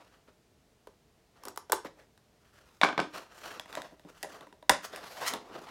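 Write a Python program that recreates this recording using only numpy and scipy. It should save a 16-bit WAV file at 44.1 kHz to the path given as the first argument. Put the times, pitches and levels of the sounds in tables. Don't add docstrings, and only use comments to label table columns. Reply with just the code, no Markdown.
import sys
import numpy as np
from scipy import signal
from scipy.fft import rfft, irfft
from scipy.io import wavfile

SR = 44100
rng = np.random.default_rng(int(sys.argv[2]) if len(sys.argv) > 2 else 0)


def pcm_store(signal):
    levels = np.round(np.clip(np.atleast_2d(signal), -1, 1) * 32767)
    wavfile.write(sys.argv[1], SR, levels.astype(np.int16).T)


N = 251370

# t/s, level/dB, brightness/(dB per octave)
BOX_KNOCKS = [(2.1765, -65, 1.8), (3.5968, -43.5, 2.5), (3.658, -54, -1.5), (3.7275, -50, 1.5),
              (3.7525, -47, 4), (3.7715, -41, -3.5), (3.8188, -49.5, 2.6), (3.922, -69, -8),
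              (3.9955, -63, 1.5), (4.0485, -63, -8), (4.2288, -49, 6.5), (4.2322, -36.5, 0.7),
              (4.244, -44.5, -4.5), (4.409, -55, 0), (4.429, -62, -3.5), (4.469, -58, -3.5),
              (4.526, -56.5, -3), (4.626, -55.5, -2.5), (4.6942, -39, 5.6), (4.6952, -18, 3.5),
              (4.698, -20, -2.5), (4.935, -48, -2), (4.9607, -49.5, 5), (5.237, -51.5, 3.5),
              (5.3368, -42, 4.5), (5.5574, -54, -3.5)]
# f/Hz, level/dB, t60/s
BOX_MODES = [(171, -11.5, 0.051), (298, -9, 0.068), (397, -11.5, 0.038), (531, -4, 0.021), (630, 5, 0.023),
             (781, -7.5, 0.043), (962, -2, 0.028), (1104, -14.5, 0.011), (1576, 8, 0.006),
             (1942, -1, 0.013), (2710, 0.5, 0.0064), (3625, 3, 0.0065), (5160, -1, 0.0022),
             (11000, -23, 0.0029)]
# t/s, f/Hz, level/dB, t60/s
WINDOW_POP = (3.5968, 3330, -27, .011)
# t/s, f/Hz, level/dB, t60/s
PUFFS = [(1.728, 81.8, -53.5, 0.17), (4.7, 69, -40.5, 0.14)]
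# t/s, level/dB, brightness/(dB per octave)
SEAL_CUTS = [(0.871, -53.5, -3), (1.4355, -53, 0.5), (1.453, -51.5, 4), (1.471, -50, -5),
             (1.4832, -46, 2.5), (1.56, -54, 1), (1.5743, -40, 0.9), (1.697, -44, -3.5), (1.7208, -28, 4.5),
             (1.728, -27, -3), (1.7315, -35, -2), (1.7365, -42, -3.5), (1.847, -46.5, -4)]
# f/Hz, level/dB, t60/s
EDGE_MODES = [(408.6, -0.5, 0.02), (550, -0.5, 0.017), (880, 5.5, 0.012), (1023, -5, 0.024),
              (1178, 1, 0.018), (1500, -2, 0.015), (5500, -3, .008)]
# t/s, level/dB
SNIPS = [(1.575, -13.5), (1.7212, -2.5)]
# f/Hz, level/dB, t60/s
BLADE_MODES = [(960, -54, 0.74), (4100, -57, .2), (5230, -55.5, .25), (12400, -48, 0.11)]
# t/s, level/dB, brightness/(dB per octave)
DESK_BOUNCES = [(2.814, -24, 0.4), (2.8328, -19, -1.9), (2.836, -24, -1.5), (2.8415, -33.5, 3.8),
                (2.847, -27, -0.4), (2.887, -34, -2), (2.927, -42.5, -3.5), (2.9777, -27.5, -2.5),
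                (2.99, -32, -6.5), (3.0005, -34, 2.9)]
# f/Hz, level/dB, t60/s
DESK_MODES = [(192, -26.5, 0.016), (301, -10, 0.046), (424, -10, 0.021), (783, 1, 0.0083),
              (987, -0.5, 0.011), (1238, -9, 0.022), (1546, 2.5, 0.018), (2256, 3, 0.01),
              (2850, -9.5, 0.005), (3480, -2, 0.0086)]
# firmest contact t/s, length/s, level/dB, brightness/(dB per octave)
STROKES = [(0.019, 0.08, -63.5, -1.5), (0.135, 0.078, -65.5, -1), (0.286, 0.022, -63.5, -3),
           (1.375, 0.074, -70, -2), (1.465, 0.077, -58.5, -3.5), (1.86, 0.023, -46, -2.5),
           (2.001, 0.055, -61.5, -1), (2.628, 0.46, -70, 0.9), (3.144, 0.022, -57, 2.5),
           (3.165, 0.072, -46, 0), (3.74, 0.18, -57.5, -.5), (3.78, 0.12, -52.5, -2),
           (4.093, 0.031, -58, 0), (4.19, 0.33, -66.5, 1.5), (4.327, 0.094, -54, -1),
           (4.425, 0.058, -59, -3), (4.846, .03, -44, 2.9), (4.949, 0.099, -50, -1),
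           (5.55, 0.11, -52, -3.5), (5.666, .13, -54.5, -2.2)]
# t/s, level/dB, brightness/(dB per octave)
SLIDES = [
    [(3.26, -63, -1), (3.4, -60, 1.3), (3.475, -48, 0), (3.535, -55.5, 0.5), (3.575, -51.5, -2),
     (3.63, -97, -.5)],
    [(4.97, -66, -.3), (5.03, -52.5, -0.6), (5.15, -57, 0.1), (5.245, -41, -0.5), (5.28, -41, 4.5),
     (5.315, -42, -0.5), (5.355, -45.5, -4), (5.39, -56, -3.5), (5.48, -64, -3)],
]
# f/Hz, level/dB
RUB_SPECTRUM = [(50, -7.5), (150, -4), (300, 0), (520, 6.5), (900, 1), (1400, 0), (2400, -6), (4000, -9),
                (5500, -8.5), (8500, -15), (15500, -19)]
# f/Hz, width/Hz, level/dB
PANEL_RESONANCES = [(280, 57.4, -11), (670, 84, -9.5), (860, 100, -17), (1920, 49, -9)]
# firmest contact t/s, length/s
GLIDE = (5.12, .17)
# f/Hz, width/Hz, level/dB
GLIDE_RESONANCES = [(4500, 950, -59.5), (12100, 2700, -64)]
# low f/Hz, high f/Hz
REGISTERS = [(140, 550), (550, 1300), (1300, 4500), (4500, 16000)]
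# f/Hz, level/dB, t60/s
ROOM_TAIL = [(150, -8.5, 0.39), (400, -5, 0.21), (977, -7, 0.23), (2500, -10, 0.28), (6860, -6, 0.26),
             (15000, -12, 0.051)]
# f/Hz, level/dB
ROOM_TONE = [(21, -33.5), (35, 0.5), (195, -6.5), (294, -10), (454, -8.5), (557, -17), (602, -10),
             (702, -13.5), (1140, -20), (5890, -26), (16000, -36.5)]

CONTACT_S, CONTACT_HALVING = 0.00045, 2.06
HOLLOW_PER_DB, MEDIUM_KNOCK_DB = 0.1746, -40
SWELL_SHARE, STROKE_EDGE_DB, STROKE_ROUNDNESS = 0.38, 7.5, 1.48
SLIDE_RELEASE_DB_PER_S, RUB_HOLLOW_DB = 500, 6.5


def box_knocks():
    return blows(BOX_KNOCKS, BOX_MODES, crack_db=-4.0, crack_t60=0.033, crack_hz=11500,
                 spread_db=4.0, hollow_db=8.0)


def window_pop():
    return ring(*WINDOW_POP)


def air_puffs():
    return sum(ring(*puff) for puff in PUFFS)


def seal_cuts():
    cuts = blows(SEAL_CUTS, EDGE_MODES, crack_db=1.0, crack_t60=0.034, crack_hz=15400,
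                 spread_db=2.0, hollow_db=5.0, gain_db=-1.0)
    return high_pass(cuts, hz=260)


def blade_ring():
    return sum(ring(s, hz, snip_db + mode_db, t60)
               for s, snip_db in SNIPS for hz, mode_db, t60 in BLADE_MODES)


def desk_clatter():
    return blows(DESK_BOUNCES, DESK_MODES, crack_db=3.5, crack_t60=0.036, crack_hz=4300,
                 spread_db=1.0, hollow_db=11.5)


def blows(events, modes, crack_db, crack_t60, crack_hz, spread_db, hollow_db, gain_db=0.0):
    hz, mode_db, t60 = np.array(modes).T
    t = np.arange(SR // 8) / SR
    rings = np.sin(2 * np.pi * hz[:, None] * t) * from_db(-60 * t / t60[:, None])
    soften = signal.butter(2, crack_hz, fs=SR, output="sos")
    register_t60 = crack_t60 * (1000 / np.mean(REGISTERS, axis=1, keepdims=True)) ** .4
    out = np.zeros(N + len(t))
    for s, blow_db, brightness in events:
        start = int(s * SR)
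        middle_db = hollow_db + HOLLOW_PER_DB * (blow_db - MEDIUM_KNOCK_DB)
        strength, polarity = rng.standard_normal((2, len(REGISTERS), len(hz)))
        mode_gains = np.sign(polarity) * from_db(mode_db + spread_db * strength)
        crack = rng.standard_normal((len(REGISTERS), len(t))) * from_db(crack_db - 60 * t / register_t60)
        contact_s = CONTACT_S * 2 ** (-brightness / CONTACT_HALVING)
        hit = (mode_gains @ rings + signal.sosfilt(soften, crack)) * (1 - np.exp(-t / contact_s))
        for part, edges, level_db in zip(hit, REGISTERS, register_db(blow_db, brightness, middle_db)):
            part = band(part, edges)
            attack_rms = np.sqrt(np.mean(part[:int(.008 * SR)] ** 2))
            out[start:start + len(t)] += part * from_db(level_db + gain_db) / attack_rms
    return out[:N]


def rubbing(slips_per_s, size_db, hiss_db, judder_db, judder_per_s, patchy_db, gain_db):
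    slips = rng.random(N) < slips_per_s / SR
    sizes = rms_one(slips * from_db(size_db * np.minimum(rng.exponential(1, N), 3)))
    grip = (sizes + from_db(hiss_db)) * from_db(judder_db * drift(judder_per_s))
    echo_lag_s = 0.000804 * from_db(2.0 * drift(7))
    samples, out = np.arange(N), 0
    for edges, motion in zip(REGISTERS, hand_motion()):
        force = grip * rng.standard_normal(N) * from_db(patchy_db * drift(43))
        force = force + from_db(-10.5) * np.interp(samples - echo_lag_s * SR, samples, force)
        panels = sum(from_db(db) * signal.lfilter(*signal.iirpeak(hz, hz / width, fs=SR), force)
                     for hz, width, db in PANEL_RESONANCES)
        card = rms_one(band(coloured(force + panels, RUB_SPECTRUM), edges))
        out = out + card * motion
    return out * from_db(gain_db)


def hand_motion():
    t, power = np.arange(N) / SR, 0
    coarse_t = t[::64]
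    for s, length, level_db, brightness in STROKES:
        off_peak = np.maximum((s - coarse_t) / SWELL_SHARE, (coarse_t - s) / (1 - SWELL_SHARE)) / length
        stroke_db = level_db - STROKE_EDGE_DB * off_peak ** STROKE_ROUNDNESS
        power += from_db(register_db(stroke_db, brightness, RUB_HOLLOW_DB)) ** 2
    for slide in SLIDES:
        s, level_db, brightness = np.transpose(slide)
        outside_s = np.abs(coarse_t - np.clip(coarse_t, s[0], s[-1]))
        slide_db = np.interp(coarse_t, s, level_db) - SLIDE_RELEASE_DB_PER_S * outside_s
        power += from_db(register_db(slide_db, np.interp(coarse_t, s, brightness), RUB_HOLLOW_DB)) ** 2
    return [np.interp(t, coarse_t, np.sqrt(p)) for p in power]


def fingertip_glide():
    s, length = GLIDE
    swell = from_db(-STROKE_EDGE_DB * (2 * (np.arange(N) / SR - s) / length) ** 2)
    hiss = sum(from_db(db) * rms_one(band(rng.standard_normal(N), [hz - width / 2, hz + width / 2]))
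               for hz, width, db in GLIDE_RESONANCES)
    return swell * hiss


def shelf_echoes(x, first_echo_s=0.0045, build_s=0.0059, lumpy_db=5.0):
    t = np.arange(SR // 2) / SR
    scatter = rng.standard_normal((2, len(t))) * from_db(lumpy_db * rng.standard_normal(len(t)))
    onset = np.clip((t - first_echo_s) / build_s, 0, 1)
    edges, response = np.geomspace(90, 17000, 13), 0
    for k, (low, high) in enumerate(zip(edges, edges[1:])):
        hz = np.sqrt(low * high)
        decay = from_db(-60 * t / at_hz(ROOM_TAIL, hz, column=2))
        tail = band(scatter[k % 2] * onset * decay, [low, high])
        to_unit_gain = np.sqrt(2 * (high - low) / SR / np.sum(tail ** 2))
        response += from_db(at_hz(ROOM_TAIL, hz)) * tail * to_unit_gain
    return signal.fftconvolve(x, response)[:N]


def room_tone():
    return from_db(-66.5) * coloured(rng.standard_normal(N), ROOM_TONE)


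def register_db(level_db, brightness, hollow_db):
    octaves = np.log2(np.prod(REGISTERS, axis=1)) / 2
    dips_db = (hollow_db, 0, 0, hollow_db)
    return np.array([level_db + brightness * octave - dip_db
                     for octave, dip_db in zip(octaves - octaves.mean(), dips_db)])


def ring(s, hz, level_db, t60):
    t = np.clip(np.arange(N) / SR - s, 0, 1)
    return np.sin(2 * np.pi * hz * t) * from_db(level_db - 60 * t / t60)


def drift(knots_per_s):
    knots = rng.standard_normal(2000)
    return rms_one(np.interp(np.arange(N) / SR * knots_per_s, np.arange(len(knots)), knots))


def coloured(x, spectrum):
    gains = from_db(at_hz(spectrum, np.fft.rfftfreq(N, 1 / SR)))
    return rms_one(irfft(rfft(x) * gains, N))


def at_hz(table, hz, column=1):
    table = np.array(table)
    return np.interp(np.log(hz + 1e-9), np.log(table[:, 0]), table[:, column])


def band(x, edges):
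    return signal.sosfilt(signal.butter(2, edges, "band", fs=SR, output="sos"), x)


def high_pass(x, hz):
    return signal.sosfilt(signal.butter(4, hz, "high", fs=SR, output="sos"), x)


def from_db(db):
    return 10 ** (np.asarray(db) / 20)


def rms_one(x):
    return x / np.sqrt(np.mean(x ** 2) + 1e-20)


def scene():
    cuts, cuts_away = seal_cuts(), seal_cuts()
    box, box_away = box_knocks(), box_knocks()
    desk, desk_away = desk_clatter(), desk_clatter()
    hands = rubbing(slips_per_s=3000, size_db=1.0, hiss_db=2.0, judder_db=2.58, judder_per_s=100,
                    patchy_db=1.5, gain_db=1.0) + fingertip_glide()
    impacts = box + window_pop() + cuts + desk
    near_send = impacts + from_db(1.5) * hands
    away_send = from_db(-0.5) * box_away + from_db(-5.5) * cuts_away + from_db(3.7) * desk_away
    echoes = from_db(-3.0) * (shelf_echoes(near_send) + shelf_echoes(away_send))
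    return (impacts + air_puffs() + blade_ring() + hands + echoes + room_tone())[None]


def record(dry):
    clipped = np.clip(high_pass(dry, hz=39), -1, 1)
    high_cut = signal.ellip(10, .2, 70, 16200, fs=SR, output="sos")
    return signal.sosfilt(high_cut, clipped)


dry = scene()
out = record(dry)
pcm_store(out)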